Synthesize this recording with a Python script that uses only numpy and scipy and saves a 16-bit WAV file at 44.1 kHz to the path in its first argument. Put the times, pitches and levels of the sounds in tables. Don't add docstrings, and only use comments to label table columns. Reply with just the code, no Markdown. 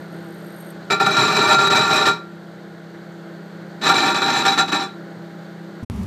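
import sys
import numpy as np
from scipy import signal
from scipy.fft import rfft, irfft
from scipy.io import wavfile
from scipy.ndimage import uniform_filter1d

SR = 44100
rng = np.random.default_rng(int(sys.argv[2]) if len(sys.argv) > 2 else 0)


def natural_amplitude(level_db):
    exponent = np.asarray(level_db, float) / 20
    return 10 ** exponent


def inscribe(sig):
    pcm = np.round(np.clip(np.atleast_2d(sig).T, -1, 1) * 32767)
    wavfile.write(sys.argv[1], SR, pcm.astype(np.int16))


N = 267422
T = np.arange(N) / SR

# (frequency [Hz], density [dB/Hz])
AIR_SPECTRUM = [(18, -76), (30, -47), (96, -21), (138, -9.5), (171, -10.5), (246, -15), (339, -7),
                (399, -11), (660, -12), (735, -18), (1190, -22), (1460, -15), (2200, -26.5), (2860, -45),
                (4840, -120)]
# (frequency [Hz], density [dB/Hz])
HISS_SPECTRUM = [(1700, -16), (2100, -27), (2550, -2), (3000, 2), (4450, 4), (5200, -7), (6600, -6.5),
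                 (8600, -12), (9500, -22.5), (10600, -21), (11300, -16), (15000, -16)]
# (frequency [Hz], level re blade tone [dB], waver [dB])
TONES = [(168.3, 0, 1.2), (200, -3, 1.2), (336.6, -5, 2), (399, -17, 1.5)]
# (frequency [Hz], level re blade tone [dB], waver [dB])
CORE_TONE = (800.4, -15, 1.2)
# (time [s], level [dB], decay time [s])
JUICE_PUFF = (3.12, -64, .04)
# (time [s], air lowered [dB], tones lowered [dB])
GAIN_DROPS = [
    (2.15, 3.5, 3),
    (4.85, 2, 0.5),
]
# (frequency [Hz], width [Hz], level [dB])
SIZZLE_MODES = [(8630, 160, -2), (10680, 80, -13), (11350, 49, 1), (12300, 200, -9), (12670, 120, -10),
                (13240, 200, -16), (14000, 400, -14), (15050, 300, -15)]
# (time [s], peak level [dB])
SIZZLE_POPS = [
    (0.602, -42),
    (0.7028, -40.5),
]
# (time [s], burning time [s], roar level [dB], decay time [s])
STRIKES = [(0.901, 0.018, -12.5, 0.028), (0.998, 0.024, -14.5, 0.033), (1.057, 0.012, -15, 0.037),
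           (1.106, 0.058, -17.5, .02), (1.166, 0.047, -12, 0.027), (1.215, 0.061, -14.5, 0.093),
           (1.3, 0.053, -18, 0.027), (1.361, 0.15, -13.5, .04), (1.513, 0.028, -11.5, 0.044),
           (1.581, 0.097, -14.5, 0.0095), (1.699, 0.053, -13, .03), (1.748, 0.039, -11, 0.036),
           (1.81, 0.066, -17.5, 0.059), (1.895, 0.13, -14, .03), (2.054, 0.033, -11.5, 0.026),
           (3.811, .02, -22.5, .02), (3.83, 0.027, -17.5, .02), (3.858, 0.038, -11.5, .02),
           (3.89, 0.012, -10, 0.042), (3.941, 0.17, -14, .02), (4.143, 0.0095, -13, 0.045),
           (4.215, 0.068, -16.5, .02), (4.288, .015, -14, 0.094), (4.352, 0.014, -15.5, 0.12),
           (4.45, 0.032, -13, 0.056), (4.574, 0.026, -11, .022), (4.674, 0.024, -24, .015),
           (4.717, 0.016, -13.5, .015), (4.741, 0.02, -16, 0.039), (4.791, 0.03, -23, 0.023)]
CAVITY_HZ = [400, 430, 622, 747, 784, 934, 1163, 1378, 1476, 1604, 1785, 2110, 2337, 2475, 2552, 3499]
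# (width [Hz], level [dB], change once the turntable has moved [dB])
CAVITY_MODES = [(44.6, -12.5, -21), (26, -13, -13), (28, -11, -5), (16, -10.5, -0.5), (19.3, -3.5, 3),
                (15.9, -5, 1), (13, 2, -1.5), (21.3, 0.5, -1.5), (21.7, -10, 0.5), (25, -20.5, 9.5),
                (41.8, -8, 1), (27.4, -21, 3), (38.2, -10, -0.5), (24.8, -9.5, -4.5), (27.4, -12, 1.5),
                (28, -24, 10.5)]
# (frequency [Hz], width [Hz], level [dB])
DOOR_MODES = [(1381, 3.0, 4), (1017, 4, -19), (2340, 9, -14)]
# (frequency [Hz], width [Hz], level [dB])
MESH_MODES = [(3850, 50, -6), (3900, 40, -3), (3962, 45, -7), (4028, 45, -8), (4120, 120, -15)]
GLASS_HZ = [4834, 5103, 5523, 6262, 7202, 7267, 7644, 8527, 9097, 9797, 10712, 11200, 11714, 12241, 12403,
            12779, 14201, 14577, 15008, 15180]
# (width [Hz], level [dB])
GLASS_MODES = [(19.2, 0), (28, -4), (36.6, 2.5), (38.7, -1), (35, 1.5), (35, 0), (37, -1), (35.6, -10),
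               (25, -18.5), (80, -16.5), (40.3, -35), (90, -31), (80, -16), (35, -16), (35, -31), (50, -67),
               (60, -27), (40, -27), (40, -23), (40, -34)]
# (frequency [Hz], density [dB/Hz])
ROAR_SPECTRUM = [(240, -19.5), (400, 1), (519, -10.5), (784, -5), (1070, -8.5), (1360, -2.5), (1590, -9.5),
                 (2400, -14.5), (3010, -15), (3970, -6), (4630, -14), (7440, -26), (12100, -59),
                 (13500, -55.5), (15500, -46)]
# (frequency [Hz], density [dB/Hz])
THUD_FIRST = [(24, -70), (40, -42), (64, -21), (156, -3), (311, -8.5), (429, 1), (520, -39), (680, -49),
              (1140, -120)]
# (frequency [Hz], density [dB/Hz])
THUD_SECOND = [(24, -72), (40, -35), (65, -28), (123, -9), (270, -0.5), (365, 2), (520, -50), (680, -21),
               (1140, -120)]
# (low edge [Hz], high edge [Hz])
SILENT_BANDS = [(9330, 9580), (10080, 10330), (12950, 13150), (13260, 14000)]
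# (frequency [Hz], density [dB/Hz])
WIND_SPECTRUM = [(15, -52), (25, -35), (70, 1), (139, -13.5), (213, -2.5), (334, -26), (391, -20),
                 (496, -32), (567, -28.5), (1010, -30.5), (1590, -38), (2770, -43), (13900, -57.5)]
# (time [s], peak level [dB])
SPLASHES = [
    (5.9444, -45),
    (5.9599, -40),
    (6.0312, -35),
]
# (time [s], frequency [Hz], level [dB], decay time [s])
BUFFET = (5.829, 88, -22, .04)

MAINS_HZ, MAINS_PHASE_S = 49.76, 0.0033
AIR_DB, BLADE_DB, GAIN_RETURN_S = -45, -38.5, 1.6
SIZZLE_TOP_DB, SIZZLE_RISE_DB_PER_S, SIZZLE_TOP_S = -52.5, 19.5, 0.63
SIZZLE_SAG_DB_PER_S, SIZZLE_DRY_S, SIZZLE_FALL_DB_PER_S, SIZZLE_END_S = 50, 0.69, 200, 0.78
STRIKE_RISE_S, ARC_OUT_DB, MAINS_THROB_DB = 0.0017, -55, 1
THUD_DB, THUD_FOLLOWS, THUD_LAG_S = -14, 0.69, 0.009
KNOCK_DB = 40
TURNED = T > 3
LOW_CUT_HZ, TOP_HZ = 85, 15350
CUT_S, SILENCE_S, RETURN_S = 5.828, 5.849, 5.8995
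WIND_AT_CUT_DB, WIND_DB = -26.5, -25.5


def rms_one(x):
    return x / np.sqrt(np.mean(x ** 2) + 1e-20)


def coloured(spectrum, source=None):
    if source is None:
        source = rng.standard_normal(N)
    hz, db = np.transpose(spectrum)
    bin_hz = np.maximum(np.arange(N // 2 + 1) * SR / N, 1)
    shape = natural_amplitude(np.interp(np.log(bin_hz), np.log(hz), db, left=-90, right=-90))
    return rms_one(irfft(rfft(source) * shape, N))


def drift(rate_hz):
    r = np.exp(-80 * np.pi * rate_hz / SR)
    white = rng.standard_normal(N // 40 + 2002)
    slow = signal.lfilter([1], [1, -2 * r, r * r], white)[2000:]
    return np.interp(np.arange(N) / 40, np.arange(len(slow)), rms_one(slow))


def resonances(x, modes):
    out = np.zeros(N)
    for k, (hz, width_hz, db) in enumerate(modes):
        r = np.exp(-np.pi * width_hz / SR)
        gain = (1 - r * r) / 2 * (-1) ** k
        poles = [1, -2 * r * np.cos(2 * np.pi * hz / SR), r * r]
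        out += signal.lfilter([gain, 0, -gain], poles, natural_amplitude(db) * x + 1e-18)
    return out


def burst(time_s, db, decay_s):
    return natural_amplitude(db) * (T >= time_s) * np.exp(-np.clip(T - time_s, 0, 1) / decay_s)


def lowered(column):
    now_db = np.zeros(N)
    for row in GAIN_DROPS:
        creep = np.exp(-np.abs(T - row[0]) / GAIN_RETURN_S)
        now_db = np.where(T > row[0], row[column] * creep, now_db)
    return now_db


def oven():
    air_db = AIR_DB - lowered(column=1)
    tone_db = BLADE_DB - lowered(column=2)
    air = coloured(AIR_SPECTRUM) * natural_amplitude(air_db + 5 + 0.61 * drift(14))
    hiss = coloured(HISS_SPECTRUM) * natural_amplitude(air_db - 10 + 0.44 * drift(24))
    tones = np.zeros(N)
    for hz, db, waver_db in TONES + [CORE_TONE]:
        phase = 2 * np.pi * hz * T + 0.19 * drift(2.6)
        tones += natural_amplitude(db + waver_db * drift(8.7)) * np.sin(phase)
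    steam = coloured([(4500, -25), (6500, 0), (8000, -3), (10000, -25)])
    return air + hiss + burst(*JUICE_PUFF) * steam + tones * natural_amplitude(tone_db + 1.5)


def sizzle():
    level_db = SIZZLE_TOP_DB - SIZZLE_RISE_DB_PER_S * np.maximum(SIZZLE_TOP_S - T, 0)
    level_db -= SIZZLE_SAG_DB_PER_S * np.maximum(T - SIZZLE_TOP_S, 0)
    level_db -= SIZZLE_FALL_DB_PER_S * np.maximum(T - SIZZLE_DRY_S, 0)
    cycle = MAINS_HZ * (T - MAINS_PHASE_S)
    puffs = (0.5 + 0.5 * np.cos(2 * np.pi * cycle)) ** 0.73
    force = (T < SIZZLE_END_S) * natural_amplitude(level_db - 1) * (0.25 + puffs * natural_amplitude(2 * drift(15)))
    force = force + sum(burst(time_s, db - 6, 0.0063) for time_s, db in SIZZLE_POPS)
    white = rng.standard_normal(N)
    buzz = natural_amplitude(-72.5) * puffs * white[(cycle % 1 * SR / MAINS_HZ).astype(int)]
    return resonances(force * white + buzz, SIZZLE_MODES) / np.std(resonances(white, SIZZLE_MODES))


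def strike(time_s, burning_s, db, decay_s):
    rise = np.clip((T - time_s) / STRIKE_RISE_S, 0, 1)
    return natural_amplitude(db) * rise * np.exp(-np.clip(T - time_s - burning_s, 0, 1) / decay_s)


def plasma_sparks():
    sputter = natural_amplitude(2.2 * drift(90))
    cracks = (rng.random(N) < 70 / SR) * rng.normal(0, 9, N)
    spikiness = natural_amplitude(2.2 * np.minimum(rng.exponential(1, N), 6))
    return rms_one(sputter * rng.standard_normal(N) * spikiness + cracks)


def door_knocks():
    knocks = np.zeros(N)
    knocks[[round(row[0] * SR) for row in STRIKES]] = natural_amplitude([row[2] + KNOCK_DB for row in STRIKES])
    return uniform_filter1d(knocks, size=9)


def wall_thud(power):
    keep = np.exp(-1 / (THUD_LAG_S * SR))
    push = signal.lfilter([1 - keep], [1, -keep], power ** (THUD_FOLLOWS / 2) + 1e-18)
    thud = np.where(TURNED, coloured(THUD_SECOND), coloured(THUD_FIRST))
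    return natural_amplitude(THUD_DB) * push * thud * natural_amplitude(-4)


def evened(x, force, share):
    stored = signal.lfilter([1 / 260], [1, 1 / 260 - 1], force ** 2)
    heard = uniform_filter1d(x ** 2, size=800) + 1e-9
    ratio = heard / (uniform_filter1d(stored, size=800) + 1e-9)
    lit = uniform_filter1d(1. * (force > 0), size=400)
    return x * (np.median(ratio[force > 0]) / ratio) ** (share * lit / 2)


def kitchen(x, t60_s=0.28):
    age_s = np.arange(int(0.5 * SR)) / SR
    tail = rng.standard_normal(len(age_s)) * natural_amplitude(-60 * age_s / t60_s) * (age_s > 0.006)
    tail = signal.lfilter([0.3], [1, -0.65], tail)
    return signal.fftconvolve(x, tail / np.sqrt(np.sum(tail ** 2)))[:N]


def arc():
    power = sum(strike(*row) ** 2 for row in STRIKES)
    power = power * (power > natural_amplitude(ARC_OUT_DB) ** 2)
    throb_db = MAINS_THROB_DB * np.cos(2 * np.pi * MAINS_HZ * (T - MAINS_PHASE_S))
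    force = np.sqrt(power) * natural_amplitude(drift(21.7) + throb_db)
    sparks = plasma_sparks()
    walls = [(hz, width_hz, db + TURNED * change_db)
             for hz, (width_hz, db, change_db) in zip(CAVITY_HZ, CAVITY_MODES)]
    panes = [(hz, *mode) for hz, mode in zip(GLASS_HZ, GLASS_MODES)]
    cavity = resonances(force * sparks, walls) * natural_amplitude(18)
    glass = resonances(force * sparks, panes) * natural_amplitude(-1)
    door = resonances(force * np.roll(sparks, 900) + door_knocks(), DOOR_MODES) * natural_amplitude(17.5 - 10 * TURNED)
    mesh = resonances(force * np.roll(sparks, 1900), MESH_MODES) * natural_amplitude(18)
    between = force * coloured(ROAR_SPECTRUM, np.roll(sparks, 4000)) * natural_amplitude(-11)
    roar = evened(cavity + mesh + glass + between, force, share=0.22)
    direct = roar + door + wall_thud(power)
    return direct + natural_amplitude(-16) * kitchen(direct)


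def small_camera(x):
    low_cut = signal.butter(2, LOW_CUT_HZ, "high", fs=SR, output="sos")
    x = signal.sosfilt(low_cut, 0.92 * np.tanh(x / 0.87))
    spectrum, hz = rfft(x), np.arange(N // 2 + 1) * SR / N
    weak = sum((hz > low) & (hz < high) for low, high in SILENT_BANDS)
    loud = uniform_filter1d(x ** 2, size=2048) > natural_amplitude(-27) ** 2
    loud = uniform_filter1d(1. * loud, size=1024)
    return irfft(spectrum * (hz < TOP_HZ), N) - loud * irfft(spectrum * weak, N)


def waterside():
    level_db = np.where(T < RETURN_S, WIND_AT_CUT_DB, WIND_DB)
    low_cut = signal.butter(2, 55, "high", fs=SR, output="sos")
    rumble = signal.sosfilt(low_cut, coloured(WIND_SPECTRUM))
    spray = coloured([(1500, -20), (5000, -2), (13000, -6), (13900, -40)])
    splashes = spray * sum(burst(time_s, db - 9, 0.005) for time_s, db in SPLASHES)
    time_s, hz, db, decay_s = BUFFET
    swell = uniform_filter1d(burst(time_s, db, decay_s), size=60, origin=29)
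    gust = swell * np.cos(2 * np.pi * hz * (T - time_s))
    return rumble * natural_amplitude(level_db + 0.65 * drift(18)) + splashes + gust


def scene():
    indoors = small_camera(oven() + sizzle() + arc())
    fade = np.clip((SILENCE_S - T) / 0.011, 0, 1)
    cut = np.clip((T - CUT_S) / 0.00012, 0, 1)
    gate = np.where(T < RETURN_S, fade, 1)
    top_cut = signal.cheby2(14, 50, 14600, fs=SR, output="sos")
    outdoors = signal.sosfilt(top_cut, waterside() * gate) * cut
    return (indoors * (1 - cut) + outdoors)[None]


def low_pass(x):
    return signal.sosfilt(signal.butter(12, 15710, fs=SR, output="sos"), x)


def record(dry):
    return low_pass(dry)


dry = scene()
out = record(dry)
inscribe(out)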